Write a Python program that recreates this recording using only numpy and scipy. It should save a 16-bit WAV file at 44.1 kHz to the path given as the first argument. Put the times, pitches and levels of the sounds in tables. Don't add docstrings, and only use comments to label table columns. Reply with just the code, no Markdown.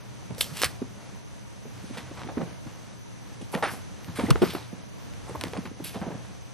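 import sys
import numpy as np
from scipy import signal
from scipy.fft import rfft, irfft, next_fast_len
from scipy.io import wavfile
from scipy.ndimage import uniform_filter1d

SR = 44100
rng = np.random.default_rng(int(sys.argv[2]) if len(sys.argv) > 2 else 0)


def put_to_file(sound):
    columns = np.atleast_2d(sound).T
    safe = np.clip(columns, -1, 1)
    whole_steps = np.round(safe * 32767)
    wavfile.write(sys.argv[1], SR, whole_steps.astype(np.int16))


def decibels_to_gain(level_db):
    exponent = np.asarray(level_db, float) / 20
    return 10 ** exponent


N = 287973


def rms_one(x):
    return x / np.sqrt(np.mean(x ** 2) + 1e-20)


def add(track, at_s, sound):
    i = round(at_s * SR)
    track[..., i:i + sound.shape[-1]] += sound[..., :N - i]


def coloured(x, points):
    size = next_fast_len(x.shape[-1])
    hz = np.maximum(np.fft.rfftfreq(size, 1 / SR), 1)
    table = np.array(points)
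    gain_db = np.interp(np.log(hz), np.log(table[:, 0]), table[:, 1])
    return irfft(rfft(x, size) * decibels_to_gain(gain_db), size)[..., :x.shape[-1]]


def resonate(x, hz, width_hz):
    r = np.exp(-np.pi * width_hz / SR)
    zeros = np.array([1, 0, -1]) * (1 - r * r) / 2
    return signal.lfilter(zeros, [1, -2 * r * np.cos(2 * np.pi * hz / SR), r * r], x)


def ringing_band(noise, hz, width_hz):
    return resonate(resonate(noise, hz, width_hz), hz, width_hz)


def filtered(x, order, hz, kind):
    return signal.sosfilt(signal.butter(order, hz, kind, fs=SR, output="sos"), x)


def drift(rate):
    knots = rng.standard_normal(800)
    return np.interp(np.arange(N) / SR * rate, np.arange(800), knots)


# toe_peak_s [s], toe_db [dB], toe_pitch_hz [Hz], heel_db [dB], heel_pitch_hz [Hz]
PAW_ROLLS = [(0.31, -30.5, 198, -32.5, 97.5), (1.657, -43, 430, -38, 225), (1.973, -30.5, 493, -31.5, 190),
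             (2.234, -45, 250, -35, 148), (2.3765, -18, 280, -27, 222), (2.406, -26, 220, -20, 257),
             (2.663, -32.5, 196, -32, 148), (3.415, -34.5, 290, -33, 202), (3.544, -19.5, 478, -22.5, 188),
             (3.628, -17.5, 598, -23, 383), (4.085, -33, 165, -35, 121), (4.298, -18.5, 338, -14.5, 147.5),
             (4.553, -20, 360, -36, 179), (5.298, -30, 370, -33, 346), (5.353, -27, 300, -43, 250),
             (5.461, -28.5, 190, -33.5, 200), (5.95, -33, 465, -28.5, 226), (6.071, -27, 268, -27, 186)]
# peak_s [s], peak_db [dB], floor_pitch_hz [Hz]
PAW_TAPS = [(.344, -38, 100), (.384, -37.5, 470), (.41, -31, 480), (.618, -32.5, 372), (.637, -21.5, 505),
            (2.117, -31.5, 287), (2.271, -33, 278), (2.292, -29, 342), (2.434, -27, 164),
            (3.578, -31.5, 360), (3.671, -29, 360), (4.193, -22, 250), (4.211, -27.5, 258),
            (4.287, -21, 290), (4.358, -21, 383), (4.45, -45, 380), (4.468, -32, 170), (4.537, -31.5, 398),
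            (5.415, -38, 300), (5.44, -23.5, 320), (5.536, -31, 470), (5.57, -24.5, 320),
            (5.717, -35.5, 224), (5.857, -34, 242), (5.974, -30, 150), (6.128, -34, 193), (6.154, -29, 187)]
# peak_s [s], peak_db [dB], floor_pitch_hz [Hz], contact_s [s]
BODY_LANDINGS = [(.529, -34, 141, 0.016), (0.659, -32.5, 83.4, 0.012), (.824, -22.5, 250, 0.0093),
                 (1.843, -36.5, 186, 0.014), (1.907, -33, 235, .012), (2.261, -38, 150, 0.018),
                 (3.735, -35, 241, 0.01), (4.242, -18.5, 211, .011), (4.4295, -11.5, 360, .024),
                 (4.4305, -17.5, 213, .025), (4.494, -32, 206, 0.0084), (4.734, -27.5, 211, 0.0079),
                 (5.587, -25.5, 196, 0.01406), (5.66, -33, 230, 0.012), (5.684, -38, 122, 0.0088),
                 (5.804, -32, 280, 0.0095), (5.829, -35.5, 157, 0.013), (6.022, -25.5, 196, 0.0078),
                 (6.107, -31, 332, 0.0073)]


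def footfalls():
    heel_after_s, toe_contact_s, heel_contact_s, tap_contact_s = 0.01215, 0.00572, 0.0065, 0.00506
    toes = [(s, db, hz, toe_contact_s) for s, db, hz, _, _ in PAW_ROLLS]
    heels = [(s + heel_after_s, db, hz, heel_contact_s) for s, _, _, db, hz in PAW_ROLLS]
    taps = [(*row, tap_contact_s) for row in PAW_TAPS]
    presses = []
    for s, db, hz, contact_s in toes + heels + taps + BODY_LANDINGS:
        side_db = -11.5 - 6.5 * np.log2(hz / 200) + 0.2647 * (db + 38)
        presses.append((s, db, hz, contact_s, side_db))
    return presses


def thumps(rough=0.37, swings=1.304):
    out, t = np.zeros((2, N)), np.arange(5000) / SR
    for s, level_db, hz, contact_s, side_db in footfalls():
        noise = rng.standard_normal((2, 6000))
        half_s = (contact_s + swings / hz) / 2
        u = t / half_s - 1.3
        press = np.exp(-np.where(u < 0, 2.4, 1.5) * u ** 4)
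        press = press + .04 * (u > 0) * np.exp(-t / 0.0091)
        phase = 2 * np.pi * hz * t + noise[0, 0] * 9
        pile = rms_one(ringing_band(noise, hz * 1.15, hz * 1.07)[:, 1000:])
        mid = press * ((1 - rough) * np.sin(phase) + rough * pile[0])
        side = press * (0.71 * np.cos(phase) + .45 * pile[1]) - .3 * mid
        add(out, s - 1.3 * half_s, decibels_to_gain(level_db) * np.array([mid, decibels_to_gain(side_db) * side]))
    return out


# pitch_hz [Hz], t60_s [s], level_db [dB]
BOARD_MODES = [(111, 0.2, -9.5), (169.4, 0.36, -6), (196, 0.62, -34), (250, 0.3, -16), (360, 0.11, -26),
               (470, 0.35, -10)]


def boards(thump):
    return sum(decibels_to_gain(level_db) * 2.5 * resonate(thump, hz, 3.0 / t60_s) for hz, t60_s, level_db in BOARD_MODES)


def snaps(claws, fuzz_db=-16, reach=2.73):
    out, t = np.zeros(N), np.arange(600) / SR
    for s, level_db, hz, cycles in claws:
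        noise = rng.standard_normal(600)
        ring = np.cos(2 * np.pi * hz * t) * np.exp(-t * hz * 8.5 / cycles)
        rasp = decibels_to_gain(fuzz_db) * noise * np.exp(-t / .0012)
        snap = filtered(ring + rasp, 2, [hz / 8.2, min(hz * reach, 15000)], "band")
        add(out, s - .0002, 1.15 * np.sign(noise[0]) * decibels_to_gain(level_db) * snap)
    return out


# peak_s [s], peak_db [dB], pitch_hz [Hz], ring_cycles
SWATS = [(.349, -30, 4540, 5.4), (.3822, -20, 6040, 1.2), (.4096, -3, 3500, 8.0),
         (.4117, -4, 3450, 9.0), (.415, -16, 3500, 2.0), (.4436, -26, 5030, 1.6),
         (.4955, -33, 3030, 2.5), (.5712, -14, 4070, 1.2), (.6182, 1, 3360, 0.48),
         (.6253, -13, 4000, 1.7), (.6282, -8, 5400, 1.4), (.6349, 7, 2060, 0.99), (.6438, 0, 4100, 1.8),
         (.646, -5, 3750, 4.6), (.652, -23, 3500, 1.8), (.661, -12, 1930, 1.2),
         (4.3054, -4.5, 2680, 0.95)]
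# peak_s [s], peak_db [dB], pitch_hz [Hz]
RUN_SNAPS = [(1.9724, -21, 1920), (1.9744, -31, 2480), (1.9844, -18.5, 2100), (2.1947, -28, 2190),
             (2.2186, -26, 2230), (2.235, -22, 1740), (2.276, -24, 1500), (3.577, -26, 1820),
             (4.046, -25, 2210), (4.1964, -22, 1330), (4.296, -25, 1360), (5.567, -22, 1000),
             (0.3087, -41, 1090), (5.946, -36, 900), (4.3075, -10, 1290), (4.311, -8, 1600),
             (4.3345, -31, 1530), (5.1367, -27, 1840), (5.412, -10.5, 3220), (5.4379, -9, 2320),
             (5.454, -23, 1880), (5.4829, -23.5, 2480), (5.5352, -17, 1720), (5.547, -34, 1340),
             (5.5746, -21, 2900), (5.58, -32, 1730), (5.6557, -24, 1770)]
# peak_s [s], peak_db [dB], pitch_hz [Hz]
BACKING_KNOCKS = [
    (3.552, -19.5, 1770),
    (3.6263, -18.5, 1800),
    (4.3079, -8, 1130),
    (4.358, -18, 1310),
    (4.5507, -22, 1270),
    (5.3515, -30, 1010),
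]


def claws():
    run = [(*row, 1.7) for row in RUN_SNAPS]
    knocks = [(*row, 14.2) for row in BACKING_KNOCKS]
    return snaps(SWATS + run + knocks)


# peak_s [s], peak_db
# [dB], pitch_hz [Hz], ring_cycles [cycles]
SMALL_CATCHES_AND_TICKS = [(.4096, -6, 10500, 6.0), (3.5501, -12, 1500, 1.5), (3.5503, -17, 9500, 3.3),
                           (3.563, -19, 1600, 1.5), (3.634, -19, 1100, 3.0), (4.1925, -25, 2100, 3.0),
                           (4.209, -27, 3800, 4.0), (4.3068, -6, 3220, 1.5), (2.2175, -24.5, 850, 4.5),
                           (2.372, -36, 900, 2.5), (2.382, -31, 620, 3.0), (2.4175, -31, 1880, 4.0),
                           (5.567, -22, 600, 3.5), (5.945, -28, 700, 3.3), (6.016, -24, 750, 3.0),
                           (6.022, -26.5, 1200, 2.9), (6.064, -30, 602, 3.2), (.309, -35, 700, 2.7),
                           (5.8415, -23, 3700, 1.5), (4.5525, -19, 1500, 2.5), (4.3695, -28, 1200, 2.5),
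                           (.6365, -10, 1400, 4.0), (.5915, -28, 2800, 2.5), (5.4122, -22, 11000, 1.5),
                           (5.4379, -22, 11000, 1.5), (6.035, -30, 900, 3.0), (6.09, -30, 900, 3.0),
                           (6.12, -31, 1000, 3.0), (5.675, -31, 1500, 2.5), (3.655, -21, 1700, 3.0),
                           (3.6265, -15, 900, 2.0), (4.215, -27, 3800, 3.0), (4.2, -26, 4500, 2.0),
                           (1.99, -30, 2600, 2.0), (1.979, -30, 3200, 2.0), (4.3072, -16, 11500, 2.0),
                           (.3836, -24, 3000, 2.0), (.391, -28, 9000, 1.5), (.4117, -10, 11000, 4.0),
               (.4131, -14, 9500, 4.0), (.4146, -13, 10000, 5.0), (.4235, -22, 12000, 4.0),
               (.4436, -26, 10500, 3.0), (3.5185, -29, 12500, 6.0), (3.526, -29, 3000, 1.2),
               (3.5345, -28, 11500, 3.0), (3.539, -28, 11500, 3.0), (3.5425, -17, 600, 2.5),
               (3.563, -28, 11000, 1.5), (3.576, -33, 10500, 1.5), (3.6363, -12, 1100, 2.5),
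               (3.6345, -14, 900, 2.0), (3.643, -17, 900, 2.5), (3.656, -17, 1000, 2.5),
               (3.6605, -20, 1500, 2.0), (4.045, -33, 12000, 2.0), (4.154, -32, 9000, 1.2),
               (4.197, -18, 900, 2.5), (4.2105, -24, 1900, 2.5), (4.222, -27, 1000, 2.5),
               (4.241, -30, 2000, 2.0), (4.422, -24, 2700, 2.5), (4.431, -26, 2500, 2.5),
               (4.552, -18, 500, 1.5), (5.3, -34, 8000, 1.5), (5.358, -32, 10000, 3.0),
               (5.4465, -30, 12500, 1.5), (5.527, -30, 12500, 2.0), (5.535, -30, 10000, 1.5),
               (5.948, -33, 2000, 3.0), (5.956, -32, 950, 2.5), (5.968, -28, 500, 2.0),
               (6.0315, -27, 450, 2.0), (6.0405, -29, 500, 2.0), (6.084, -33, 1500, 2.0),
               (6.152, -30, 450, 2.5), (2.382, -23, 1000, 2.0), (5.8418, -27, 11500, 2.0),
               (6.022, -30, 1600, 2.0), (6.107, -31, 1300, 2.0), (6.166, -33, 1400, 2.0),
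               (.309, -28, 1200, 1.5)]


def catches_and_ticks():
    return snaps(SMALL_CATCHES_AND_TICKS)


# start_s [s], level_db [dB], rise_s [s], fade_t60_s [s], centre_hz [Hz]
SLOW_DRAGS = [(.529, -34, 0.074, 0.19, 2830), (1.8, -55, 0.065, .99, 4000),
              (1.928, -47.5, .021, 0.19, 1500), (2.04, -53.5, 0.027, .51, 1400), (2.15, -44, 0.029, 1, 990),
              (2.66, -52, 0.0093, 0.46, 1215), (3.526, -31.5, 0.019, 0.27, 930),
              (3.672, -45, 0.045, 0.31, 6000), (4.225, -46, .036, 0.2, 1800),
              (4.45, -41, 0.028, 0.73, 1800), (5.25, -45, 0.04, 0.32, 900), (6.1, -41, .021, 0.4, 670),
              (3.522, -44, 0.0059, 0.35, 11500), (4.419, -56, 0.027, 0.5, 13100),
              (5.401, -55, 0.016, 0.62, 11500)]
# start_s [s], level_db [dB], fade_t60_s [s], centre_hz [Hz]
PAD_SKIDS = [(.30, -40.5, 0.17, 586), (.38, -40.5, 0.79, 5900), (0.411, -34, 0.22, 3800),
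             (0.406, -23, 0.072, 10800), (.619, -27, 0.23, 3460), (0.641, -24, 0.1, 2380),
             (1.65, -47, 0.16, 510), (1.972, -36.5, 0.19, 1460), (2.285, -37, 0.18, 650),
             (2.37, -36, 0.43, 545), (2.41, -38, 0.19, 740), (3.41, -46.5, 0.19, 2580),
             (3.624, -27, 0.35, 980), (4.08, -44, 0.15, 990), (4.154, -38, 0.59, 1700),
             (4.19, -31, 0.3, 840), (4.28, -35, 0.11, 900), (4.302, -26, 0.026, 2500),
             (4.357, -39, .11, 805), (4.415, -28.5, 0.27, 1210), (4.548, -33, 0.19, 905),
             (5.351, -41, 0.13, 700), (5.408, -35.5, 0.093, 990), (5.437, -37, 0.19, 1180),
             (5.534, -37.5, 0.27, 840), (5.566, -39, 0.13, 1000), (5.651, -36, 0.12, 1120),
             (5.839, -36.5, 0.46, 3370), (5.946, -38, 0.33, 700), (6.015, -39, 0.6, 657)]


def scuffs(grain_db=3.0, per_s=2600, hiss=0.65, lumps_db=1.5, ripple_db=1.5, dulling=1.14):
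    out, t = np.zeros(N), np.arange(16384) / SR
    skids = [(s, db, 0.0048, fade_s, hz) for s, db, fade_s, hz in PAD_SKIDS]
    for s, level_db, rise_s, fade_s, hz in SLOW_DRAGS + skids:
        sizes = decibels_to_gain(grain_db * np.minimum(rng.exponential(1, t.size), 4)) * rng.choice([-1, 1], t.size)
        grains = rms_one(sizes * (rng.random(t.size) < per_s / SR))
        fibres = grains + hiss * rng.standard_normal(t.size)
        slope_db = min(-9 + 4 * np.log2(hz / 1000), -4.0)
        colour = [(hz / 16, -26.0), (hz / 3, -7.0), (hz, 0), (hz * 16, 4 * slope_db)]
        ripple = np.transpose([np.geomspace(200, 16000, 30), ripple_db * rng.standard_normal(30)])
        drag = rms_one(coloured(coloured(fibres, colour), ripple))
        body = coloured(drag, [(hz, 0), (hz * 4, -24.0)])
        rise = np.minimum(t / rise_s, 1)
        fade = decibels_to_gain(-60 * np.maximum(t - rise_s, 0) / max(fade_s, .03))
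        add(out, s, decibels_to_gain(level_db) * rise * (body * fade + (drag - body) * fade ** dulling))
    return out * decibels_to_gain(lumps_db * drift(97))


# start_s [s], level_db [dB], fade_t60_s [s], centre_hz [Hz], width_hz [Hz]
HARD_RUBS = [(.411, -30, .12, 3200, 900), (.632, -26, 0.13, 1600, 900), (3.54, -33, 0.13, 1000, 500),
             (3.630, -25.5, 0.3, 1270, 1210), (3.645, -34.5, 0.25, 2400, 1210),
             (4.19, -32, 0.086, 2080, 900), (4.206, -32, .1, 900, 500), (4.255, -44, .3, 2000, 300),
             (4.305, -21, 0.036, 1210, 900), (5.349, -31, .08, 990, 200), (5.84, -46.5, 0.35, 2200, 1200),
             (2.286, -39, .15, 750, 400), (.4088, -30, .04, 4900, 250), (3.538, -28, .2, 560, 300),
             (3.625, -27, .15, 750, 400), (4.184, -31, .25, 560, 300), (4.42, -47, .8, 13200, 1200),
             (4.535, -45, .15, 11500, 2000), (3.636, -42, .1, 9500, 1200), (5.349, -52, .15, 12500, 1200),
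             (3.517, -42, .03, 11500, 2500), (4.48, -43, .4, 3500, 2500), (6.06, -36, .15, 560, 300),
             (5.958, -37, .12, 550, 300), (4.03, -54, .3, 12800, 1500), (3.709, -47, .2, 11200, 1500),
             (3.55, -51, .6, 13200, 800), (3.675, -50, .5, 10500, 3000), (3.655, -47, .4, 5200, 2000),
             (4.155, -50, .6, 10200, 2500), (5.95, -51, .3, 3200, 1200), (4.495, -42, .5, 3500, 1800),
             (5.28, -55, .3, 8000, 3000), (5.839, -43, .4, 11500, 2500), (4.44, -44, .6, 5000, 3000)]


def rubs(rise_s=0.0037, lumps_db=3.5):
    out, t = np.zeros(N), np.arange(12000) / SR
    for s, level_db, fade_s, hz, width_hz in HARD_RUBS:
        noise = rng.standard_normal((2, 12000))
        lumps = decibels_to_gain(lumps_db * rms_one(uniform_filter1d(noise[1], size=90)))
        band = rms_one(ringing_band(noise[0] * lumps, hz, width_hz))
        add(out, s, decibels_to_gain(level_db - 60 * t / fade_s) * np.minimum(t / rise_s, 1) * band)
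    return out


# pitch_hz [Hz], gain_db [dB]
CAPSULE_COLOUR = [(4500, -0.5), (5300, -1), (6700, -6), (8400, 0.5), (10500, 1), (13500, 0.5)]


def close_pile():
    return coloured(claws() + scuffs() + catches_and_ticks() + rubs(), CAPSULE_COLOUR)


# start_s [s], peak_db [dB], pitch_hz [Hz], t60_s [s]
CAMERA_JOLTS = [
    (4.306, -2.5, 135, 0.048),
    (4.322, -23, 62, 0.19),
    (4.421, -19, 201, 0.091),
    (5.1, -36, 40, 0.18),
]


def jolts():
    out, t = np.zeros(N), np.arange(16000) / SR
    for s, level_db, hz, t60_s in CAMERA_JOLTS:
        onset = np.minimum(t * hz * 0.91, 1) ** 2
        add(out, s, -decibels_to_gain(level_db - 60 * t / t60_s) * onset * np.sin(2 * np.pi * hz * t) * 3.2)
    return out


def room(x, t60_s=0.2, wall_cut_hz=1300):
    size = next_fast_len(N + SR)
    hz = np.fft.rfftfreq(size, 1 / SR)
    dull, spectrum, out = 1 / (1 + 1j * hz / wall_cut_hz), rfft(x, size), []
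    for lags_s in rng.uniform(.008, .03, (2, 6)):
        loops = [dull * decibels_to_gain(-60 * lag / t60_s) * np.exp(-2j * np.pi * hz * lag) for lag in lags_s]
        echo = sum((-1) ** k * g / (1 - g) for k, g in enumerate(loops))
        out.append(irfft(spectrum * echo, size)[:N])
    return np.array(out)


# pitch_hz [Hz], level_db [dB]
WHINE_ORDERS = [(11988, -84), (13187, -83), (13487, -80)]


def motor(turn_hz=299.7, whine_db=-67, rasp_db=-62, throb=0.47):
    turns = np.arange(N) / SR * turn_hz
    pulses = np.diff(np.floor(turns), prepend=0)
    whine = filtered(pulses, 1, [2500, 16000], "band")
    beat = 1 + throb * np.cos(2 * np.pi * turns) + 0.14 * np.cos(4 * np.pi * turns)
    rasp = filtered(rng.standard_normal(N), 2, [5820, 6300], "band") * beat
    tops = sum(decibels_to_gain(db) * np.sin(2 * np.pi * round(hz / turn_hz) * turns) for hz, db in WHINE_ORDERS)
    return tops + decibels_to_gain(whine_db) * rms_one(whine) + decibels_to_gain(rasp_db) * rms_one(rasp)


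# centre_hz [Hz], width_hz [Hz], level_db [dB]
HUM_BANDS = [(118, 13.5, -60.5), (188, 13, -69), (938.4, 33, -66.5), (11050, 300, -76)]


def hum():
    noise = rng.standard_normal(N)
    return sum(decibels_to_gain(level_db) * rms_one(ringing_band(noise, hz, width_hz)) for hz, width_hz, level_db in HUM_BANDS)


# time_s [s], above_rest_db [dB]
FLOOR_SHAKE = [(0, 0), (.35, 7), (.9, 3), (1.5, 0.3), (2.25, 8.5), (3.0, -2), (3.7, 5), (4.0, 8),
               (4.33, 22), (4.7, -2), (5.301, 10), (6.05, 7), (6.53, 0)]


def floor_shake_db():
    return np.interp(np.arange(N) / SR, *np.transpose(FLOOR_SHAKE))


def rumble(shake_db):
    noise = rng.standard_normal(N)
    low = coloured(noise, [(20, -20), (50, -13), (85, 1.5), (125, -1), (200, -20), (400, -49)])
    return decibels_to_gain(-59.5 + shake_db + 3.2 * drift(6.8)) * rms_one(low)


# pitch_hz [Hz], density_db [dB per Hz]
TONE_MID = [(15, -57), (25, -16), (91, -14), (101, -15), (121, 4), (154, -13.5), (190, -5.5), (267, -15.5),
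            (305, -11.5), (330, -18), (544, -16), (689, -17.5), (4240, -29), (6130, -32), (13500, -39)]
# pitch_hz [Hz], density_db [dB per Hz]
TONE_SIDE = [(12, -40), (20, -16), (70, 2.5), (128, 0.5), (159, -2), (203, -4), (860, -23), (959, -19.5),
             (1570, -29.5), (2300, -25), (2490, -28.5), (6290, -36), (13500, -35)]


def room_tone(shake_db, flicker_db=1.16):
    noise = rng.standard_normal((2, N))
    mid_db = -49 + 0.32 * shake_db + flicker_db * drift(9.6)
    side_db = -42.5 + .12 * shake_db + flicker_db * drift(5.17)
    mid = filtered(coloured(noise[0], TONE_MID), 2, 140, "high")
    side = coloured(noise[1], TONE_SIDE)
    return np.array([decibels_to_gain(mid_db) * rms_one(mid), decibels_to_gain(side_db) * rms_one(side)])


def background():
    shake_db = floor_shake_db()
    mid, side = room_tone(shake_db)
    return np.array([mid + rumble(shake_db) + hum() + motor(), side])


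def scene():
    paws, pile, floor = thumps(), close_pile(), background()
    direct = paws[0] + pile + boards(paws[0])
    wet = room(direct)
    mid = direct + decibels_to_gain(-19) * wet[0] + floor[0]
    side = paws[1] + jolts() + floor[1] + decibels_to_gain(-22.0) * wet[1]
    side = side + decibels_to_gain(-6.5) * np.gradient(pile) - decibels_to_gain(-29.0) * pile - decibels_to_gain(-50) * mid
    return np.array([mid + side, mid - side])


# pitch_hz [Hz], level_db [dB per bin]
FAINT_LIMIT = [(3000, -110), (5500, -100), (8000, -93), (9900, -103), (10300, -87), (10700, -103.5),
               (11500, -89.5), (12100, -85), (13500, -79), (14000, -74)]


def lose_faint_treble(x, wander_db=7.0, masking=0.5, quiet_db=-62, sudden=6.0):
    x = signal.sosfilt(signal.ellip(10, .5, 50, 14050, fs=SR, output="sos"), x)
    hz, s, bins = signal.stft(x, SR, nperseg=2048)
    table, power = np.array(FAINT_LIMIT), np.abs(bins) ** 2
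    chance = uniform_filter1d(rng.standard_normal((65, len(s))), size=4, axis=1) * 2
    loud_db = 10 * np.log10(power[:, hz > 3000].sum(axis=(0, 1)) + 1e-12)
    limit = np.interp(hz, table[:, 0], table[:, 1], left=-200)[:, None]
    limit = limit + masking * np.maximum(loud_db - quiet_db, 0)
    limit = limit + wander_db * np.repeat(chance, 16, axis=0)[:len(hz)]
    level = uniform_filter1d(uniform_filter1d(power.mean(axis=0), size=2, axis=0), size=4, axis=1)
    thinned = signal.istft(bins * (level > decibels_to_gain(2 * limit)), SR)[1][:, :N]
    edge = np.gradient(x.sum(axis=0)) ** 2
    jump = uniform_filter1d(edge, size=128) / (uniform_filter1d(edge, size=2048) + 1e-12)
    return thinned + uniform_filter1d(np.clip(jump / sudden - 1, 0, 1), size=64) * (x - thinned)


def roll_off(x):
    return signal.sosfilt(signal.butter(12, 13990, fs=SR, output="sos"), x)


def record(dry):
    rounded = 0.97 * np.tanh(dry / 0.93)
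    mix = lose_faint_treble(rounded)
    return roll_off(mix)


dry = scene()
out = record(dry)
put_to_file(out)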